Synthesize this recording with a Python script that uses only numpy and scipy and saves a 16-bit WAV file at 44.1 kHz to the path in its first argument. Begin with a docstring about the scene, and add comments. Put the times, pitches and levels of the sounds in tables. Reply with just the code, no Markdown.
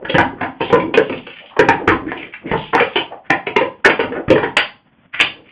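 """Light plastic cups are nested, pulled apart and set down on a low table in a soft living room.
Each knock is a short chatter of rims that rings the rims, the air in the cups and the cup walls.
Cups set down ring the table top, low thumps jolt it, and grainy noise slides between the knocks.
Hands slap twice near the end: bursts of noise coloured by the cupped palms.
Short echoes and a quiet room tone lie behind; a dull microphone overloads on the loudest peaks."""
import sys
import numpy as np
from scipy import signal
from scipy.io import wavfile
from scipy.ndimage import uniform_filter1d

SR = 44100
rng = np.random.default_rng(int(sys.argv[2]) if len(sys.argv) > 2 else 0)


def digitize_waveform(pressure):
    """Quantize a signal to 16-bit integers and store it at the path in sys.argv[1].

    Rows of a 2-D input are taken as channels; values are limited to [-1, 1].
    """
    field = np.atleast_2d(pressure).T
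    bounded = np.clip(field, -1, 1)
    quanta = np.round(bounded * 32767).astype(np.int16)
    wavfile.write(sys.argv[1], SR, quanta)


def gain_from_db(level_db):
    """Turn a decibel level (scalar or array-like) into a linear amplitude factor."""
    decades = np.asarray(level_db, float) / 20
    return 10 ** decades


N = 242991  # length in samples

# Cups meeting. Each row: firm contact in seconds, relative level of the rim clack in dB,
# cup air in dB against the clack, cup wall in dB against the clack, brightest rim pitch in Hz,
# share of the energy in the first contact from 0 to 1.
CUP_KNOCKS = [(0.0486, -16.5, -30, -3, 1670, 0), (0.096, -15.5, 4.5, -7, 2910, 0.42),
              (0.144, -2, 1.5, -5, 1770, 0.14), (0.183, 1.5, -34.5, -1, 1620, 0.29),
              (0.2267, -28, -9, 14.5, 1620, 0.34), (0.4092, -10.5, -4.5, 0.5, 1505, 0),
              (0.4322, -11.5, -17, -1, 1360, 0.35), (0.6055, -8.5, 0.5, 1.5, 2600, 0),
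              (0.7004, -19.5, 1.5, 4.5, 2130, 0.07), (0.728, -8.5, 11.5, 9, 1210, 0.26),
              (0.7547, -11.5, 7.5, -18.5, 1705, 0), (0.7991, -14.5, -7, -0.5, 2260, 0.27),
              (0.9416, -5.5, -3.5, -3, 2500, 0.6), (0.9748, -4.5, 7.5, -1, 1620, 0.39),
              (0.9934, -22, 10, -1.5, 1620, 0), (1.0953, -15.5, 0, -1, 2290, 0),
              (1.1239, -16.5, -7.5, -18.5, 2580, .05), (1.268, -19, -6.5, -18.5, 2860, 0.24),
              (1.5661, -24, -7, 16, 1730, .1), (1.592, 0, 3.5, -4.5, 1600, 0.32),
              (1.6864, 1.5, -3, -1.5, 1990, 0.11), (1.8769, 3.5, -6.5, -11.5, 1680, 0.06),
              (1.9186, -13, 4, 9, 1780, 0), (2.1185, -14, -8, -0.5, 1720, 1),
              (2.5133, -10.5, -4, -10, 2010, 0), (2.5333, -18, 15, 10.5, 1270, 0.04),
              (2.7311, -6.5, 5, 5, 1430, 0), (2.7508, -5, -2.5, 5, 1745, 0.7),
              (2.7783, -4.5, -14, -13.5, 1360, 0.4), (2.7975, -2, -8, -13.5, 2300, 0),
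              (2.807, -5.5, 3.5, -9.5, 1720, 0.87), (2.958, -1, -8.5, -4, 2700, 0.17),
              (3.302, -1.5, -10.5, 5, 1740, 0.07), (3.467, -8, -4.5, -2.5, 2290, 0),
              (3.563, 0.5, -5, -8, 2210, 0.31), (3.6113, -11, 9, 2.5, 1840, 0.27),
              (3.857, -1.5, -3, 6, 2164, 0.13), (3.8982, -2, -5.5, -15, 2300, 0.44),
              (3.9934, -12, 11, 2, 1890, 0.29), (4.001, -5, -16.5, -9.5, 2220, 0.27),
              (4.031, -14.5, -1.5, -7, 1350, 0.14), (4.2813, -12, -0.5, -12, 1427, 0),
              (4.3033, -3, 8.5, -4, 2477, 0.3), (4.356, -12, 10, 5.5, 1606, .05),
              (4.381, -9.5, -17, -13.5, 1800, 0.37), (4.43, -7, -4, -1.5, 1780, 0)]
# Ringing tones of each part. Each row: usual pitch in Hz, relative level in dB,
# time to fade by 60 dB in seconds.
TABLE_TOP_MODES = [(117, -25, 0.033), (179.5, -2, 0.46), (225, 3, 0.057), (254.2, 1, 0.39),
                   (319.3, 2, 0.29)]
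CUP_AIR_MODES = [(458, 0, .045), (515, -1, .035)]
CUP_WALL_MODES = [(653, 10, 0.0071), (799.6, 3.8, 0.05), (920.4, 5.3, 0.052), (1008, 7.2, 0.031)]
RIM_MODES = [(1266, 13, 0.0058), (1620, 4, 0.009), (1870, 1, 0.0076), (2300, 2.5, 0.0058),
             (2590, -0.5, 0.0094), (3136, -4.5, 0.03), (3850, -1, 0.018), (4260, 3, 0.0061)]
# Cups coming down on the table top. Each row: firm contact in seconds, relative level in dB.
CUP_LANDINGS = [(0.0431, -18.5), (0.1432, -12.5), (0.1818, -5), (0.411, -14.5), (0.6072, -14.5),
                (0.6476, -38), (0.6967, -13.5), (0.7528, -12.5), (0.8012, -10.5), (0.943, -14),
                (1.0965, -14), (1.1266, -20), (1.5917, -9), (1.6828, -9.5), (1.8754, -3.5), (2.5149, -14),
                (4.0323, -12.5), (4.2819, -8.5), (4.357, -27), (4.4302, -13)]
# The table legs jolt. Each row: start in seconds, relative level in dB, pitch in Hz.
TABLE_THUMPS = [(0.143, -15, 181), (0.727, -14.5, 177), (1.682, -24.5, 182), (2.514, -19, 167),
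                (4.28, -18.5, 129.7), (5.199, -35.5, 104)]
# Bursts of the hand slaps. Each row: start in seconds, relative level in dB,
# pitch of the cupped air in Hz, fading time (to 1/e) in milliseconds.
HAND_SLAPS = [(4.567, 10, 1410, 7.5), (4.569, 1, 2550, 6.1), (5.199, 6.5, 2390, 8), (5.211, 5.5, 3060, 4.8)]
# Colour of a slap before the palm. Each row: frequency in Hz, level in dB per Hz.
SLAP_COLOUR = [(100, -21.5), (500, -7.5), (1200, -8), (2500, -2), (5000, 0)]
# Cups and hands sliding on the mat and in each other. Each row: middle in seconds, level in dB,
# nominal length in seconds, pitch of the hollow or wall that sounds in Hz.
SLIDE_STROKES = [(0.029, -39, 0.14, 485), (0.108, -22.5, 0.044, 2930), (0.324, -40.5, 0.25, 306),
                 (0.419, -37.5, 0.1, 1370), (0.68, -28.5, 0.15, 2990), (0.872, -32.5, 0.15, 288),
                 (0.95, -15, 0.027, 2900), (1.092, -39, 0.18, 2830), (1.118, -29.5, 0.11, 363),
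                 (1.178, -29.5, 0.036, 3030), (1.345, -37, 0.22, 2530), (1.432, -42.5, 0.074, 584),
                 (1.481, -37.5, 0.065, 2900), (1.528, -39, 0.061, 900), (1.847, -24.5, 0.12, 427),
                 (2.038, -33, 0.2, 285), (2.09, -31.5, 0.063, 1670), (2.193, -28.5, 0.07, 2430),
                 (2.207, -38, 0.17, 356), (2.237, -33, 0.085, 2150), (2.341, -31, 0.031, 2100),
                 (2.483, -31.5, 0.13, 280), (2.501, -31, 0.08, 2090), (2.629, -32, 0.2, 3130),
                 (2.928, -35.5, 0.18, 2900), (3.131, -28.5, .045, 620), (3.26, -44.5, .04, 1700),
                 (3.852, -11.5, 0.018, 1425), (4.151, -28, 0.067, 1470), (4.156, -21, 0.096, 406),
                 (5.146, -28.5, 0.04, 1980), (5.19, -20.5, 0.017, 2130), (5.315, -47, 0.31, 375),
                 (5.486, -46, 0.1, 2480)]
# How fast the echoes die. Each row: frequency in Hz, time to fade by 60 dB in seconds.
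ROOM_FADE = [(100, 0.5), (300, 0.21), (800, 0.32), (1450, 0.25), (2500, 0.24), (4500, 0.29)]
# Colour of the room tone. Each row: frequency in Hz, relative level in dB per Hz.
HUSH_COLOUR = [(24, -37), (40, -13.5), (252, -4), (424, -19.5), (560, -14), (3400, -20.5), (4420, -46)]
# Response of the microphone. Each row: frequency in Hz, gain in dB.
MIC_RESPONSE = [(40, -3), (100, 1), (2500, -1.5), (3200, -3.5), (3500, -7), (3800, -19.5), (4300, -25),
                (4800, -15.5), (5200, -73.5)]

RATTLE_MS, RATTLE_GROWTH = 12.8, 0.53  # fading time at 0 dB; hard blows rattle the nested cups longer
GRAZE_MS, GRAZE_SHRINK = 1.03, 0.36  # rise time at 0 dB; soft blows take longer to seat
LEAD_MS, LEAD_DB = 5.1, -14  # a faint noise swells up just before each blow; level against the blow
LANDING_FIRM = 0.13  # first contact's share of a landing's energy
FREE_DB, FREE_T60 = 4.5, 0.0091  # the rim between the fingers: relative level, 60 dB fade in seconds
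SCRAPE_WIDTH_HZ, SCRAPE_WIDTH_SHARE = 110, 0.33  # a scrape's band widens with its pitch
ROOM_DB, HUSH_DB = 1, -55  # echoes against the near sound; middle level of the room tone
CEILING_DB, KNEE = -0.45, 45  # overload level; a higher knee bends more sharply
SMEAR_DB, SMEAR_T60 = -6, 0.075  # treble noise after clipped peaks: level, 60 dB fade in seconds
EDGE_HZ = 10300  # upper band limit


def evened(x):
    """Scales a sound to an average (rms) level of 1."""
    return x / np.sqrt(np.mean(x ** 2) + 1e-20)


def read(points, hz):
    """Reads a table between its rows on a log-frequency axis."""
    f, value = np.transpose(points)
    return np.interp(np.log(hz + 1), np.log(f + 1), value)


def add(mix, s, sound):
    """Mixes a sound in at s seconds."""
    part = mix[round(s * SR):][:len(sound)]
    part += sound[:len(part)]


def coloured(x, points):
    """Filters by a table of Hz and dB, without sounding ahead of the input (minimum phase)."""
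    hz = abs(np.fft.fftfreq(8192, 1 / SR))
    log_gain = np.log(gain_from_db(read(points, hz)))
    response = np.exp(np.conj(signal.hilbert(log_gain)))
    taps = np.fft.ifft(response).real[:2048]
    return signal.oaconvolve(x, taps)[:len(x)]


def resonate(x, hz, width):
    """One resonance with a gain of about 1 at its pitch; a wider one dies faster."""
    r = np.exp(-np.pi * width / SR)
    turn = np.exp(2j * np.pi * hz / SR)
    return 2 * signal.lfilter([1 - r], [1, -r * turn], x).real


def ring(modes, chance, spread_db, detune):
    """A part's response to one blow; where it lands shifts each mode's strength and pitch."""
    t = np.arange(SR // 4) / SR
    out = np.zeros(len(t))
    for (hz, db, t60), (strength, pitch) in zip(modes, chance):
        fade = gain_from_db(db + spread_db * strength - 60 * t / t60)
        out += fade * np.sin(2 * np.pi * hz * (1 + detune * pitch) * t)
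    # little radiates below the lowest mode
    out = signal.lfilter(*signal.butter(2, 0.47 * modes[0][0], "high", fs=SR), out)
    return out / np.linalg.norm(out)


def chatter(noise, ms, rise_ms, grain_db):
    """A rising and dying flurry of uneven contacts, with a total energy of 1."""
    t_ms = np.arange(len(noise)) / SR * 1000
    # contacts bunch into bounces
    clumps = gain_from_db(3.6 * evened(uniform_filter1d(noise[::-1], 160)))
    shape = clumps * np.exp(-t_ms / max(ms, 0.5)) * np.minimum(t_ms / rise_ms, 1) ** 2
    contacts = np.sign(noise) * gain_from_db(grain_db * noise ** 2) * shape
    return contacts / np.linalg.norm(contacts)


def blow(db, firm):
    """A faint noise swells, a firm contact takes a share of the energy, a rattle the rest; gives lead too."""
    lead_noise, rattle = np.clip(rng.standard_normal((2, 4096)), -3.2, 3.2)
    firm = np.clip(firm, 0, 1)
    lead = round(LEAD_MS * SR / 1000)  # samples ahead of the firm contact
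    rattle_ms = RATTLE_MS * gain_from_db(RATTLE_GROWTH * db)
    rise_ms = GRAZE_MS * gain_from_db(-GRAZE_SHRINK * db)
    drive = np.sqrt(1 - firm) * chatter(rattle, rattle_ms, rise_ms, grain_db=0.85)
    drive[0] += np.sqrt(firm)
    swell = gain_from_db(LEAD_DB) * lead_noise[:lead] * np.linspace(0, 1, lead) / np.sqrt(lead)
    return lead / SR, gain_from_db(db + 18.0) * np.concatenate([swell, drive])


def knocks():
    """Rims chatter into the three ringing parts of the cups: rims, enclosed air and walls."""
    out = np.zeros(N)
    for s, db, air_db, wall_db, bright_hz, firm in CUP_KNOCKS:
        lead, drive = blow(db, firm)
        # the grip leaves the rim modes near one pitch most free: 13 dB lost per octave away
        rim = [(hz, level_db - 13 * abs(np.log2(hz / bright_hz)), t60)
               for hz, level_db, t60 in RIM_MODES]
        # the stretch of rim between the fingers rings at the brightest pitch
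        rim.append((bright_hz, FREE_DB, FREE_T60))
        body = np.zeros(SR // 4)
        for modes, level_db in ((rim, 0), (CUP_AIR_MODES, air_db), (CUP_WALL_MODES, wall_db)):
            chance = rng.standard_normal((len(modes), 2))
            body += gain_from_db(level_db) * ring(modes, chance, spread_db=2.5, detune=0.031)
        add(out, s - lead, signal.fftconvolve(drive, body))
    return out


def landings():
    """The table top rings under each cup set down, driven by the contacts of the blow."""
    out = np.zeros(N)
    for s, db in CUP_LANDINGS:
        lead, drive = blow(db, LANDING_FIRM)
        chance = rng.standard_normal((len(TABLE_TOP_MODES), 2))
        top = ring(TABLE_TOP_MODES, chance, spread_db=1.0, detune=0.0063)
        add(out, s - lead, signal.fftconvolve(drive, top))
    return out


def thumps():
    """The whole table swings at one low pitch, rising over 2.4 ms and fading 60 dB in 50 ms."""
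    out = np.zeros(N)
    t = np.arange(SR // 4) / SR
    for s, db, hz in TABLE_THUMPS:
        fade = gain_from_db(db + 9.5 - 60 * t / 0.05)
        add(out, s, fade * np.sin(2 * np.pi * hz * t) * np.minimum(t / 0.0024, 1))
    return out


def slides():
    """Grainy friction swells and fades, sounding one hollow or wall."""
    out = np.zeros(N)
    for s, db, length, hz in SLIDE_STROKES:
        grip, friction = rng.standard_normal((2, SR // 2))
        grip = evened(uniform_filter1d(grip, 300))  # the contact catches and lets go
        # a few ridges snap past
        ticks = friction * gain_from_db(5.76 * grip + 1.5 * np.minimum(friction ** 2, 9))
        width = SCRAPE_WIDTH_HZ + SCRAPE_WIDTH_SHARE * hz
        sound = evened(resonate(resonate(ticks, hz, width), hz, 2 * width))
        swell = np.hanning(round(1.34 * length * SR))
        stroke = gain_from_db(db) * sound[:len(swell)] * swell
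        start = round((s - 0.68 * length) * SR)
        # a stroke that begins before time zero loses its beginning
        add(out, max(start, 0) / SR, stroke[max(-start, 0):])
    return out


def slaps():
    """Bursts of squeezed air, coloured by the resonance of the cupped palm."""
    out = np.zeros(N)
    for s, db, hz, ms in HAND_SLAPS:
        noise = np.clip(rng.standard_normal(4096), -3, 3)
        burst = coloured(chatter(noise, ms, rise_ms=ms / 6, grain_db=1.0), SLAP_COLOUR)
        burst = burst + 2.95 * resonate(burst, hz, 600)
        add(out, s, gain_from_db(db + 20.0) * burst / np.linalg.norm(burst))
    return out


def room(x):
    """Sparse echoes of random sign, each band dying at its own speed, over three alternating paths."""
    out = np.zeros(N)
    slots = np.arange(160, SR // 2 - 20, 20)
    for k in range(3):
        taps = np.zeros(SR // 2)
        taps[slots + rng.integers(0, 20, len(slots))] = rng.choice([-1., 1.], len(slots))
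        hz, t, bands = signal.stft(taps, SR, nperseg=256)
        fade = gain_from_db(-60 * t / read(ROOM_FADE, hz)[:, None])
        tail = signal.istft(bands * fade, SR, nperseg=256)[1]
        # the paths take turns at a steady 13 Hz, which blurs steady tones in the tail
        share = np.sqrt(2 / 3) * np.cos(2 * np.pi * (13 * np.arange(N) / SR + k / 3))
        out += signal.fftconvolve(x * share, tail / np.linalg.norm(tail))[:N]
    return out


def hush():
    """Quiet room tone: coloured noise whose level wavers."""
    waver = evened(uniform_filter1d(rng.standard_normal(N), 1200))
    tone = evened(coloured(rng.standard_normal(N), HUSH_COLOUR))
    return gain_from_db(HUSH_DB + 3.2 * waver) * tone


def scene():
    """Cups, table and hands with their echoes, plus the room tone."""
    near = knocks() + landings() + thumps() + slides() + slaps()
    return (near + gain_from_db(ROOM_DB) * room(near) + hush())[None]


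def low_pass(x):
    """Removes everything above the highest recorded frequency."""
    return signal.sosfilt(signal.butter(12, 16000, fs=SR, output="sos"), x)


def record(dry):
    """A dull microphone overloads on the loudest peaks; a short smear of treble noise trails after the loudest
    peaks; the band is limited."""
    x = coloured(dry[0], MIC_RESPONSE) / gain_from_db(CEILING_DB)
    clipped = x / (1 + abs(x) ** KNEE) ** (1 / KNEE)
    # the treble of what the clipping changed
    highpass = signal.butter(6, 4500, "high", fs=SR, output="sos")
    clip_treble = signal.sosfilt(highpass, clipped - x)
    t = np.arange(SR // 8) / SR
    smear = rng.standard_normal(len(t)) * gain_from_db(-60 * t / SMEAR_T60)
    smear = smear / np.linalg.norm(smear)
    smeared = clipped + gain_from_db(SMEAR_DB) * signal.oaconvolve(clip_treble, smear)[:N]
    edge = signal.firwin(101, EDGE_HZ, window=("kaiser", 1.2), fs=SR)
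    limited = gain_from_db(CEILING_DB) * signal.oaconvolve(smeared, edge, "same")
    return low_pass(limited[None])


dry = scene()
out = record(dry)
digitize_waveform(out)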